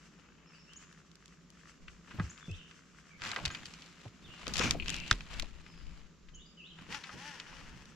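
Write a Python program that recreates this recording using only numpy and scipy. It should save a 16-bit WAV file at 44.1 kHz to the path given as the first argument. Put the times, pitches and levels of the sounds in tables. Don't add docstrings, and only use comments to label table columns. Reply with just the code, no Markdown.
import sys
import numpy as np
from scipy import signal
from scipy.fft import rfft, irfft, next_fast_len
from scipy.io import wavfile
from scipy.ndimage import map_coordinates

SR = 44100
rng = np.random.default_rng(int(sys.argv[2]) if len(sys.argv) > 2 else 0)


def store_pcm(level_fs):
    pcm = np.round(np.clip(level_fs, -1, 1) * 32767).astype(np.int16)
    wavfile.write(sys.argv[1], SR, np.atleast_2d(pcm).T)


N = 350595

# (frequency [Hz], relative level [dB], t60 as a multiple of the contact's)
FRAME_MODES = [(1244, 3, 1.2), (1597, -3, 2.9), (1992, -3, 2.8), (2540, -2.5, 2.7), (2940, 1.5, 0.49),
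               (3137, 1, 1.1), (3620, 4, 0.68), (4120, 5.5, 0.31), (4480, 0, 1.26), (5070, 1.5, 0.72),
               (6010, 2, 1), (6870, -9, 0.76), (7300, 0.5, 1.1), (9470, -6.5, 0.8)]


def amp(db):
    return np.exp(np.asarray(db) * np.log(10) / 20)


def unit(x):
    return x / np.sqrt(np.mean(x ** 2) + 1e-20)


def along(points, hz):
    f, v = np.transpose(points)
    return np.interp(np.log(hz + 1), np.log(f + 1), v)


def wobble(rate):
    knots = rng.standard_normal(int(N * rate / SR) + 4)
    fine = np.arange(8 * len(knots) - 8) / 8
    curve = map_coordinates(knots, [fine])
    return np.interp(np.arange(N) * rate / SR, fine, curve)


def filtered(x, response):
    m = next_fast_len(N + 8192, True)
    return irfft(rfft(x, m) * response(np.fft.rfftfreq(m, 1 / SR)), m)[..., :N]


def noise():
    return rng.standard_normal((2, N))


def pan(db):
    return amp([[db / 2], [-db / 2]])


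def heard(pair, spectrum, left_db=0):
    # (frequency [Hz], correlation)
    likeness = [(50, .5), (200, .7), (1200, .8), (2500, .62), (5000, .35), (10000, .1)]

    def mid_side(hz):
        turn = np.arccos(np.clip(along(likeness, hz), -1, 1)) / 2
        return amp(along(spectrum, hz)) * [np.cos(turn), np.sin(turn)]

    mid, side = filtered(pair, mid_side)
    return unit(np.array([mid + side, mid - side])) * pan(left_db)


def ports(pair, side_db):
    return pair[0] + amp(side_db) * pair[1] * np.array([[1], [-1]])


def add(track, s, sound):
    part = track[:, round(s * SR):][:, :sound.shape[-1]]
    part += sound[..., :part.shape[1]]


def clock():
    step_s = .002
    return np.arange(0, N / SR + step_s, step_s)


def smooth(control):
    return np.interp(np.arange(N) / SR, clock(), control)


def swell(middle, length, db):
    edge_db, shape = 4.5, 1.7
    return amp(db - edge_db * np.abs(2 * (clock() - middle) / length) ** shape)


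def stroke(s, rise, hold, fall):
    range_db = 24.5
    t = clock()
    return amp(-range_db * (np.maximum(s - t, 0) / rise + np.maximum(t - s - hold, 0) / fall))


def together(gains):
    return smooth(np.linalg.norm(gains, axis=0))


def friction(rate, rough_db, snags=0, snag_db=0):
    spikes = (rng.random(N) < snags / SR) * noise() * np.sqrt(SR / (snags + 1))
    return unit(noise() * amp(rough_db * wobble(rate))) + amp(snag_db) * spikes


def cove(air_db=-62, drone_db=-65, drone_hz=166, width_hz=20):
    # (frequency [Hz], relative density [dB per Hz])
    air_colour = [(25, -18), (55, -0.5), (90, -10), (125, -12.5), (170, -2.5), (280, -7.5), (450, -14.5),
                  (800, -26), (1200, -18.5), (2000, -24), (2800, -24.5), (4200, -27), (7300, -25.5),
                  (8500, -50.5), (12500, -46), (16000, -104)]
    air = heard(noise(), air_colour, left_db=-0.5) * amp(air_db + 1.14 * wobble(1.0))
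    drone = filtered(noise()[0], lambda hz: np.exp(-((hz - drone_hz) / width_hz) ** 2))
    return air + amp(drone_db) * unit(drone) * pan(-0.13)


def cranking():
    # (middle [s], length [s], relative level [dB], top speed [gear teeth/s])
    pushes = [(0.045, 0.28, -65, 100), (0.202, 0.022, -62, 146), (0.559, 0.062, -61.5, 106),
              (0.831, 0.24, -61.5, 93), (0.977, 0.053, -63, 83), (1.266, .3, -69, 57.6),
              (1.666, 0.17, -62.5, 52.5), (1.94, 0.1, -64.5, 62), (2.369, 0.48, -59.5, 77.6),
              (3.044, 0.8, -65, 72), (3.806, 0.48, -65.5, 46), (6.955, 0.071, -44.5, 285),
              (7.066, 0.058, -54, 270), (7.136, 0.062, -52.5, 290), (7.27, 0.16, -47, 295),
              (7.546, 0.22, -56.5, 182), (7.692, 0.58, -58, 150)]
    droop, slowest = .16, 35
    t = clock()
    gains = np.array([swell(s, length, db) for s, length, db, top in pushes])
    speeds = [top / (1 + droop * (2 * (t - s) / length) ** 2) for s, length, db, top in pushes]
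    speed = np.average(speeds, axis=0, weights=gains ** 4 + 1e-60)
    return smooth(np.maximum(speed, slowest)), together(gains)


def mesh(turns, tooth_db, fade, grit, scrape_hz=1500, spread=1.1):
    tooth = turns.astype(int)
    size = amp(tooth_db * rng.standard_normal(8192))[tooth]
    strikes = np.diff(tooth, prepend=0) * np.sqrt(1 / np.gradient(turns))
    strikes = filtered(strikes, lambda hz: np.exp(-1j * spread * np.sqrt(hz)))
    fading = unit(noise() * np.exp(-fade * (turns % 1)))
    scrape = filtered(fading, lambda hz: hz ** 2 / (hz ** 2 + scrape_hz ** 2))
    return size * (grit * scrape + strikes * np.array([[1], [0]]))


def gears(teeth_db=-4.5, line_db=-1.0, whirr_db=0.0, whirr_grit=2.0, uneven_db=2, uneven_rate=14, surge_db=2):
    # (frequency [Hz], relative density [dB per Hz])
    gearbox_colour = [(150, -19), (250, 1.5), (298, -2), (373, -2), (586, -2), (686, -8.5), (890, 6),
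                      (1220, -3), (1760, 5), (2200, -3), (2850, 0.5), (3800, -9), (5630, -6), (8850, -23),
                      (13000, -34), (16000, -76)]
    teeth_colour = [(400, -24), (850, -16), (1150, 0), (1600, 0), (2100, -5), (3000, -16), (8000, -40),
                    (15000, -75)]
    line_colour = [(900, -8.5), (1300, 0.5), (2200, -3), (2800, 0.5), (3800, -9), (6200, -1.5), (7000, -12),
                   (7600, -3), (8400, -20), (11000, -23), (15000, -46)]
    hum_orders, hum_db = 6, -9
    whirr_speed, steepness = 133, 5.9

    speed, loudness = cranking()
    halting = np.cumsum(speed * np.exp(.15 * wobble(60))) / SR
    running = np.cumsum(speed * np.exp(.013 * wobble(70))) / SR
    purr = mesh(halting, tooth_db=2.8, fade=5, grit=1.6) * amp(uneven_db * wobble(uneven_rate))
    whirr = mesh(running, tooth_db=1.5, fade=0.5, grit=whirr_grit) * amp(surge_db * wobble(45))

    hum = np.zeros(N)
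    for k in range(1, hum_orders + 1):
        strength = amp(along(gearbox_colour, k * speed) + 2 * wobble(40))
        hum += strength * np.sin(2 * np.pi * (k * running + rng.random()))
    hum *= amp(hum_db) * (speed / speed.max()) ** 2 / np.sqrt(hum_orders)

    line = friction(rate=30, rough_db=3.5)
    slow = amp(teeth_db) * heard(purr, teeth_colour, left_db=7.5)
    slow += amp(line_db) * heard(line, line_colour, left_db=1.5)
    quick = amp(whirr_db) * heard(whirr, gearbox_colour, left_db=4.5) + hum * pan(5.4)
    share = 1 / (1 + (whirr_speed / speed) ** steepness)
    return loudness * ((1 - share) * slow + share * quick)


def sleeve_line_and_hands(hiss_db=4, cloth_db=-2, clump_db=1.17, clump_rate=80):
    # (full strength at [s], rise [s], hold [s], fall [s],
    # relative hiss level [dB], cloth level added to it [dB])
    strokes = [(0.205, 0.34, 0.3, 1, -93, 26.5), (2.084, 0.05, 0.16, 0.24, -68, 8),
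               (3.244, 0.034, 0.035, 0.19, -48.5, 7.5), (3.38, 0.069, 0.16, 0.35, -57.5, 6),
               (3.69, 0.67, 0.18, 0.21, -63, -5), (4.035, 0.44, 0.046, 0.048, -63.5, 0.5),
               (4.482, 0.48, 0.06, 0.046, -57, 5.5), (4.607, 0.11, 0.045, 0.14, -41.5, 7),
               (4.923, 0.23, 0.035, 0.13, -50, -5), (5.077, 0.16, 0.042, 0.37, -54, 0),
               (5.321, 0.1, 0.027, 0.25, -52.5, 4), (5.558, 0.18, 0.44, 0.24, -69, 5.5),
               (6.79, .1, 0.11, 0.96, -68, 8.5), (7.484, 0.95, 0.13, 0.57, -68, 12.5)]
    # (middle [s], length [s], level [dB])
    grips = [(2.204, 0.11, -48.5), (3.268, 0.1, -50.5), (3.478, 0.26, -51), (4.28, 0.067, -53.5),
             (4.512, 0.057, -46.5), (4.672, 0.085, -35.5), (4.864, 0.39, -46.5), (5.38, 0.1, -53.5),
             (5.676, 0.45, -62.5), (6.822, 0.048, -57.5), (6.929, 0.054, -49), (7.165, 0.053, -52.5),
             (7.702, 0.41, -58.5)]
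    # (frequency [Hz], relative density [dB per Hz])
    hiss_colour = [(1200, 1.5), (2400, 7), (3300, 6), (4500, 4), (6200, -1.5), (7500, -1.5), (8500, -14),
                   (11000, -15.5), (16000, -42)]
    cloth_colour = [(200, -10.5), (450, -4), (750, -3.5), (1300, 3.5), (2000, -0.5), (3000, 1), (6000, -83)]
    hands_colour = [(60, -6), (130, 0), (230, -3.5), (450, -18.5), (900, -31.5), (2000, -48.5)]

    sliding = together([stroke(*shape) * amp(db) for *shape, db, above in strokes])
    brushing = together([stroke(*shape) * amp(db + above) for *shape, db, above in strokes])
    crackle = friction(rate=450, rough_db=3.5, snags=600, snag_db=-6)
    scuffs = friction(rate=250, rough_db=4)
    hiss = heard(crackle, hiss_colour, left_db=2) * sliding * amp(hiss_db)
    cloth = heard(scuffs, cloth_colour, left_db=4.5) * brushing * amp(cloth_db)
    hands = heard(friction(rate=62, rough_db=3.0), hands_colour, left_db=-1.0)
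    hands = hands * together([swell(*grip) for grip in grips])
    return (hiss + cloth) * unit(amp(clump_db * wobble(clump_rate))) + hands


def whistle(hz, db, taper):
    return amp(db) * np.sin(2 * np.pi * np.cumsum(hz) / SR) * signal.windows.tukey(len(hz), taper)


def trees(song, t60):
    t = np.arange(SR * 2 // 3) / SR
    tail = rng.standard_normal((2, len(t))) * amp(-60 * t / t60)
    return signal.oaconvolve(song, tail / np.linalg.norm(tail[0]), axes=1)[:, :N]


def birds(chip_db=-2, chip_echo_db=-4, scatter_db=-15, note_echo_db=-2.5, echo_t60=0.59, waver=0.021):
    # (time [s], relative level [dB])
    chip_calls = [(0.757, -48.5), (2.292, -48), (3.505, -49), (6.342, -51.5)]
    # (time [s], length [s], start [Hz], end [Hz], relative level [dB])
    whistled = [(0.466, 0.022, 5240, 5500, -59), (.53, 0.031, 5060, 4620, -60),
                (0.57, 0.07, 5350, 5490, -61), (0.529, 0.03, 2490, 2980, -56),
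                (0.674, 0.058, 2565, 3270, -54.5), (2.406, 0.061, 3530, 3440, -54),
                (2.489, 0.035, 2484, 2740, -47.5), (2.521, 0.034, 2790, 3850, -49.5),
                (2.578, 0.04, 3100, 2680, -50), (3.102, 0.059, 2350, 2180, -52),
                (4.24, 0.019, 3460, 3720, -52.5), (4.252, 0.038, 3550, 2650, -53),
                (4.295, 0.045, 2790, 2900, -49.5), (5.607, 0.26, 5250, 4840, -63),
                (6.331, 0.0675, 3116, 2780, -55), (6.388, 0.044, 3140, 3880, -54.5),
                (6.452, 0.036, 4800, 4930, -56.5), (6.57, 0.046, 3066, 2606, -48.5),
                (6.612, 0.038, 2470, 3030, -50), (6.638, 0.044, 2965, 4100, -51),
                (6.696, 0.031, 3380, 2913, -50)]
    from_hz, to_hz, glide_s, chip_s = 4700, 7130, .0055, 0.026
    note_direct_db, scatter_t60 = -8, .05

    chips, notes, tremor = np.zeros((1, N)), np.zeros((1, N)), 1 + waver * wobble(900)
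    wavering = lambda s, hz: hz * tremor[round(s * SR):][:len(hz)]
    chip_hz = to_hz + (from_hz - to_hz) * np.exp(-np.arange(0, chip_s, 1 / SR) / glide_s)
    for s, db in chip_calls:
        add(chips, s, whistle(wavering(s, chip_hz), db, taper=0.55))
    for s, length, start_hz, end_hz, db in whistled:
        glide = np.linspace(start_hz, end_hz, round(length * SR))
        add(notes, s, whistle(wavering(s, glide), db, taper=0.3))
    echo = trees(amp(chip_echo_db) * chips + amp(note_echo_db) * notes, echo_t60)
    scatter = amp(scatter_db) * trees(notes + chips, scatter_t60)
    return amp(chip_db) * chips + amp(note_direct_db) * notes + scatter + echo


def clicks(focus_db=7, crack=0.91, tail_db=-27, tail_t60=0.093, attack=0.0002, side_db=-5):
    # (time [s], relative level [dB], centre [Hz], left-right difference [dB], base t60 [s])
    contacts = [(0.734, -39, 6010, 1, 0.012), (0.927, -40.5, 5630, -1, 0.0082),
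                (1.115, -45.5, 4500, 1, .012), (1.155, -41.5, 6140, -2, 0.01),
                (1.258, -38, 5600, 1, 0.0069), (1.28, -45, 5500, 4, .009), (1.503, -40.5, 6540, 5, 0.0075),
                (1.882, -36.5, 1963, 5, 0.019), (2.11, -40.5, 1512, 0, 0.052),
                (2.1974, -24, 1060, 0, 0.033), (2.377, -40, 2700, 5, 0.016), (2.514, -37, 5370, 1, 0.0088),
                (2.711, -41.5, 2320, 0, 0.025), (3.2193, -20, 2580, 3, 0.0084),
                (3.237, -31, 4020, 8.5, 0.014), (3.2506, -22.5, 2770, -3.5, 0.0097),
                (3.2915, -29, 4180, -1, 0.014), (3.3155, -21.5, 3400, 1, 0.016),
                (3.342, -37, 7100, 0, 0.014), (3.3615, -19, 1730, -1, 0.031),
                (3.4528, -16, 3670, -1, 0.016), (3.458, -18.5, 4030, 4, 0.018),
                (3.478, -31.5, 3880, -1, 0.028), (3.502, -33, 1850, 0, 0.079), (3.548, -28, 2800, 0, 0.042),
                (3.6558, -29.5, 4100, 1, 0.021), (3.6648, -34.5, 5510, 5, 0.0078),
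                (3.738, -35, 3780, -1, 0.018), (3.821, -35, 3820, -1, 0.014),
                (3.8614, -38, 5000, 4, 0.0068), (4.4681, -22, 2278, 9, 0.0095),
                (4.48, -18, 5070, 1, 0.0055), (4.537, -27, 5800, 5.5, 0.056),
                (4.556, -25.5, 3750, 11, 0.033), (4.5682, -14.5, 4270, 12, 0.006),
                (4.58, -21, 5000, 2, 0.016), (4.584, -19, 4500, 5, 0.0087),
                (4.591, -16.5, 3780, 15, 0.0064), (4.595, -13, 4200, 13, 0.0051),
                (4.7088, -6, 5300, 3, 0.0074), (4.859, -30, 2860, 6, 0.017),
                (4.882, -16.5, 3740, -0.5, 0.0078), (4.894, -19.5, 4200, 9, 0.0074),
                (4.902, -15.5, 5000, 5, 0.0072), (4.943, -13.5, 3870, 5, 0.0042),
                (4.965, -23, 6030, 7, 0.0045), (5.0008, -29.5, 4800, 6, 0.0085),
                (5.079, -32.5, 5500, 1, 0.011), (5.1114, -6, 3900, 1, 0.012),
                (5.1126, -1.5, 1390, -1.5, 0.0058), (5.127, -20.5, 4200, -4, 0.011),
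                (5.207, -27, 2430, 3, 0.013), (5.397, -20.5, 3300, 2, 0.015),
                (5.397, -30.5, 11000, -1, .012), (5.423, -25.5, 4070, -1, 0.01),
                (5.429, -35, 3590, -4, 0.0081), (5.664, -36, 2130, 7, 0.012), (6.286, -50, 2560, 9, 0.06),
                (6.787, -40, 1485, -1.5, 0.021), (6.9255, -27.5, 2565, 0, 0.012),
                (6.946, -24.5, 2405, 5, 0.016), (7.038, -33.5, 2616, 3, 0.06),
                (7.093, -33.5, 1046, 5, 0.052), (7.399, -28.5, 3347, 2, 0.024),
                (7.855, -44, 6005, 3, 0.016)]
    crack_colour = [(150, -1.0), (750, 2), (1300, 7.0), (6800, -2.0), (8500, -11), (12000, -15.0), (16000, -29.0)]
    track, t = np.zeros((2, N)), np.arange(3072) / SR
    hz, mode_db, life = np.transpose(FRAME_MODES)
    f = np.fft.rfftfreq(len(t), 1 / SR)
    phase = np.pi * np.arange(len(hz))[:, None] + np.pi / 2 * np.arange(2)[:, None, None]
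    for s, db, centre_hz, left_db, t60 in contacts:
        focus = lambda x: amp(-focus_db / (0.12 + 1 / (np.log2((x + 1) / centre_hz) ** 2 + 1e-9)))
        gains = focus(hz) * amp(mode_db + rng.standard_normal((2, len(hz))))
        pitch = hz * np.exp(0.0097 * rng.standard_normal(len(hz)))
        modes = np.sin(2 * np.pi * pitch[:, None] * t + phase) * amp(-60 * t / (t60 * life[:, None]))
        ring = (gains[..., None] * modes).sum(1) / np.linalg.norm(gains[0])
        colour = focus(f) * amp(along(crack_colour, f))
        grit = unit(irfft(rfft(rng.standard_normal((2, len(t)))) * colour, len(t)))
        dying = crack * amp(-60 * t / t60) + amp(tail_db - 60 * t / tail_t60)
        hit = (ring + grit * dying) * (1 - np.exp(-t / attack))
        spaced = ports(hit, side_db + 4 * np.log2(centre_hz / 3000))
        add(track, s, amp(db - 8.5) * spaced * pan(left_db))
    return track


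def buffet():
    # (middle [s], length [s], level [dB], left-right difference [dB])
    gusts = [(1.89, 0.1, -53, -1), (2.541, 0.078, -49, 0), (3.45, 0.062, -46.5, 0), (4.59, 0.12, -40.5, 5),
             (4.84, 0.21, -39, 3.5), (5.4, 0.23, -45, 3.5), (5.896, 0.15, -44.5, 11),
             (6.35, 0.13, -51.5, 2), (6.875, 0.14, -59, 7), (7.64, 0.19, -52.5, 1)]
    # (frequency [Hz], relative density [dB per Hz])
    thud_colour = [(15, 4.5), (28, 1.5), (55, 5.5), (90, -13.5), (200, -14), (600, -78)]
    lumps = amp(3.5 * np.array([wobble(10), wobble(10)]))
    rumble = filtered(ports(noise(), side_db=-3), lambda hz: amp(along(thud_colour, hz)))
    puffs = np.array([swell(s, length, db) * pan(left_db) for s, length, db, left_db in gusts])
    return unit(lumps * rumble) * np.array([together(puffs[:, 0]), together(puffs[:, 1])])


def spool(left_db=5):
    # (frequency [Hz], width [Hz], relative level [dB])
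    resonances = [(2660, 590, 3), (2860, 750, -21), (4260, 190, -12)]
    # (time [s], level [dB])
    nudged = [(1.882, -48), (4.8, -33.5), (4.823, -35)]
    free_s, spin_up_s, stop_s = 4.855, 0.017, 5.115
    spin_db, sag_db_per_s, nudge_t60 = -43.5, 22, 0.048
    t = clock()
    age = np.maximum(t - free_s, 0)
    spin = (1 - np.exp(-age / spin_up_s)) * amp(spin_db - sag_db_per_s * age) * (t < stop_s)
    nudges = [(t >= s) * amp(db - 60 * np.abs(t - s) / nudge_t60) for s, db in nudged]
    ring = lambda f: sum(amp(db) / (1 + ((f - hz) / width * 2) ** 2) for hz, width, db in resonances)
    chatter = heard(friction(rate=130, rough_db=1.0), [(100, 0)])
    return unit(filtered(chatter, ring)) * together([spin, *nudges]) * pan(left_db)


def knocks(attack_cycles=1.64, side_db=-8):
    # (time [s], level [dB], top pitch [Hz], t60 [s])
    clunks = [(2.184, -46.5, 1296, 0.22), (2.196, -49, 2600, 0.06), (2.482, -48, 424, 0.15),
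              (3.365, -44, 1050, 0.36), (4.053, -43.5, 878, 0.058), (4.475, -38, 550, 0.068),
              (4.598, -20, 446, 0.033), (4.745, -32, 629, 0.072), (5.112, -42, 456, 0.17),
              (5.427, -34, 780, 0.026), (6.884, -48.5, 492, 0.11), (7.138, -49, 422, 0.24)]
    track, t = np.zeros((2, N)), np.arange(SR // 6) / SR
    f = np.fft.rfftfreq(len(t), 1 / SR)
    for s, db, top_hz, t60 in clunks:
        band = f / (f + .3 * top_hz) / np.sqrt(1 + (f / top_hz) ** 8)
        body = unit(irfft(rfft(rng.standard_normal((2, len(t)))) * band, len(t)))
        envelope = amp(db - 60 * t / t60) * (1 - np.exp(-t * top_hz / attack_cycles))
        add(track, s, ports(body, side_db) * envelope)
    return track


def bumps(sag=0.27, lead=0.13):
    # (time [s], relative level [dB], starting pitch [Hz], rise [s], t60 [s])
    hull = [(2.185, -24.5, 106.7, 0.0051, 0.23), (2.2, -19, 173, 0.00098, 0.069),
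            (2.231, -30, 75.6, 0.01, 0.14), (2.482, -29, 166, 0.001, 0.08), (2.496, -31, 100.5, 0.041, 0.1),
            (3.431, -35, 145.6, 0.0091, 0.17), (3.462, -33, 82.5, 0.0063, 0.13),
            (4.057, -35.5, 116.8, 0.01, 0.085), (5.113, -26.5, 42.4, 0.0021, 0.36),
            (5.117, -20.5, 108, 0.0019, 0.045)]
    track, t = np.zeros((2, N)), np.arange(SR // 3) / SR
    for s, db, hz, rise, t60 in hull:
        phase = 2 * np.pi * np.cumsum(hz * (1 - sag * (1 - np.exp(-t / t60)))) / SR
        envelope = (1 - np.exp(-(t / rise) ** 2)) * amp(-60 * t / t60)
        shake = np.sin(phase + lead * np.array([[1], [-1]]))
        add(track, s, amp(db - 5.0) * envelope / envelope.max() * shake)
    return track


def rattle():
    # (middle [s], length [s], level [dB])
    spells = [(3.272, 0.07, -42.5)]
    per_s, scatter_db, t60 = 480, 3.5, .007
    t = np.arange(1024) / SR
    contacts = (rng.random(N) < per_s / SR) * amp(scatter_db * np.clip(rng.standard_normal(N), -2, 2))
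    hz, mode_db, life = np.transpose(FRAME_MODES)[..., None]
    modes = amp(mode_db - 60 * t / (t60 * life)) * np.sin(2 * np.pi * hz * t) / np.hypot(1, hz / 2800)
    modes = modes * (1 - np.exp(-t / .0004))
    track = np.zeros((2, N))
    for at in np.flatnonzero(contacts):
        add(track, at / SR, contacts[at] * rng.standard_normal((2, len(modes))) @ modes)
    return unit(ports(track, side_db=-5.5)) * together([swell(*spell) for spell in spells])


def guides(glide_per_s=-0.33, left_db=5):
    # (frequency at the middle [Hz], width [Hz], relative level [dB])
    sing_bands = [(2380, 480, -2.5), (3580, 220, -18), (5680, 1300, -6.5), (6700, 900, -11)]
    middle_s, length_s, sing_db = 4.642, 0.077, -38.5
    pitch = 1 + glide_per_s * np.clip(np.arange(N) / SR - middle_s, -length_s, length_s)
    phase = 2 * np.pi * np.cumsum(pitch) / SR
    band = lambda hz, width: wobble(width) * np.cos(hz * phase) + wobble(width) * np.sin(hz * phase)
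    song = sum(amp(db) * band(hz, width) for hz, width, db in sing_bands)
    return unit(song) * smooth(swell(middle_s, length_s, sing_db)) * pan(left_db)


def scene():
    surroundings = cove() + birds() + buffet()
    reel = gears() + clicks() + spool() + rattle()
    rod_and_boat = sleeve_line_and_hands() + knocks() + bumps() + guides()
    return surroundings + reel + rod_and_boat


def record(dry):
    top_hz = 15700
    return filtered(dry, lambda hz: hz < top_hz)


dry = scene()
out = record(dry)
store_pcm(out)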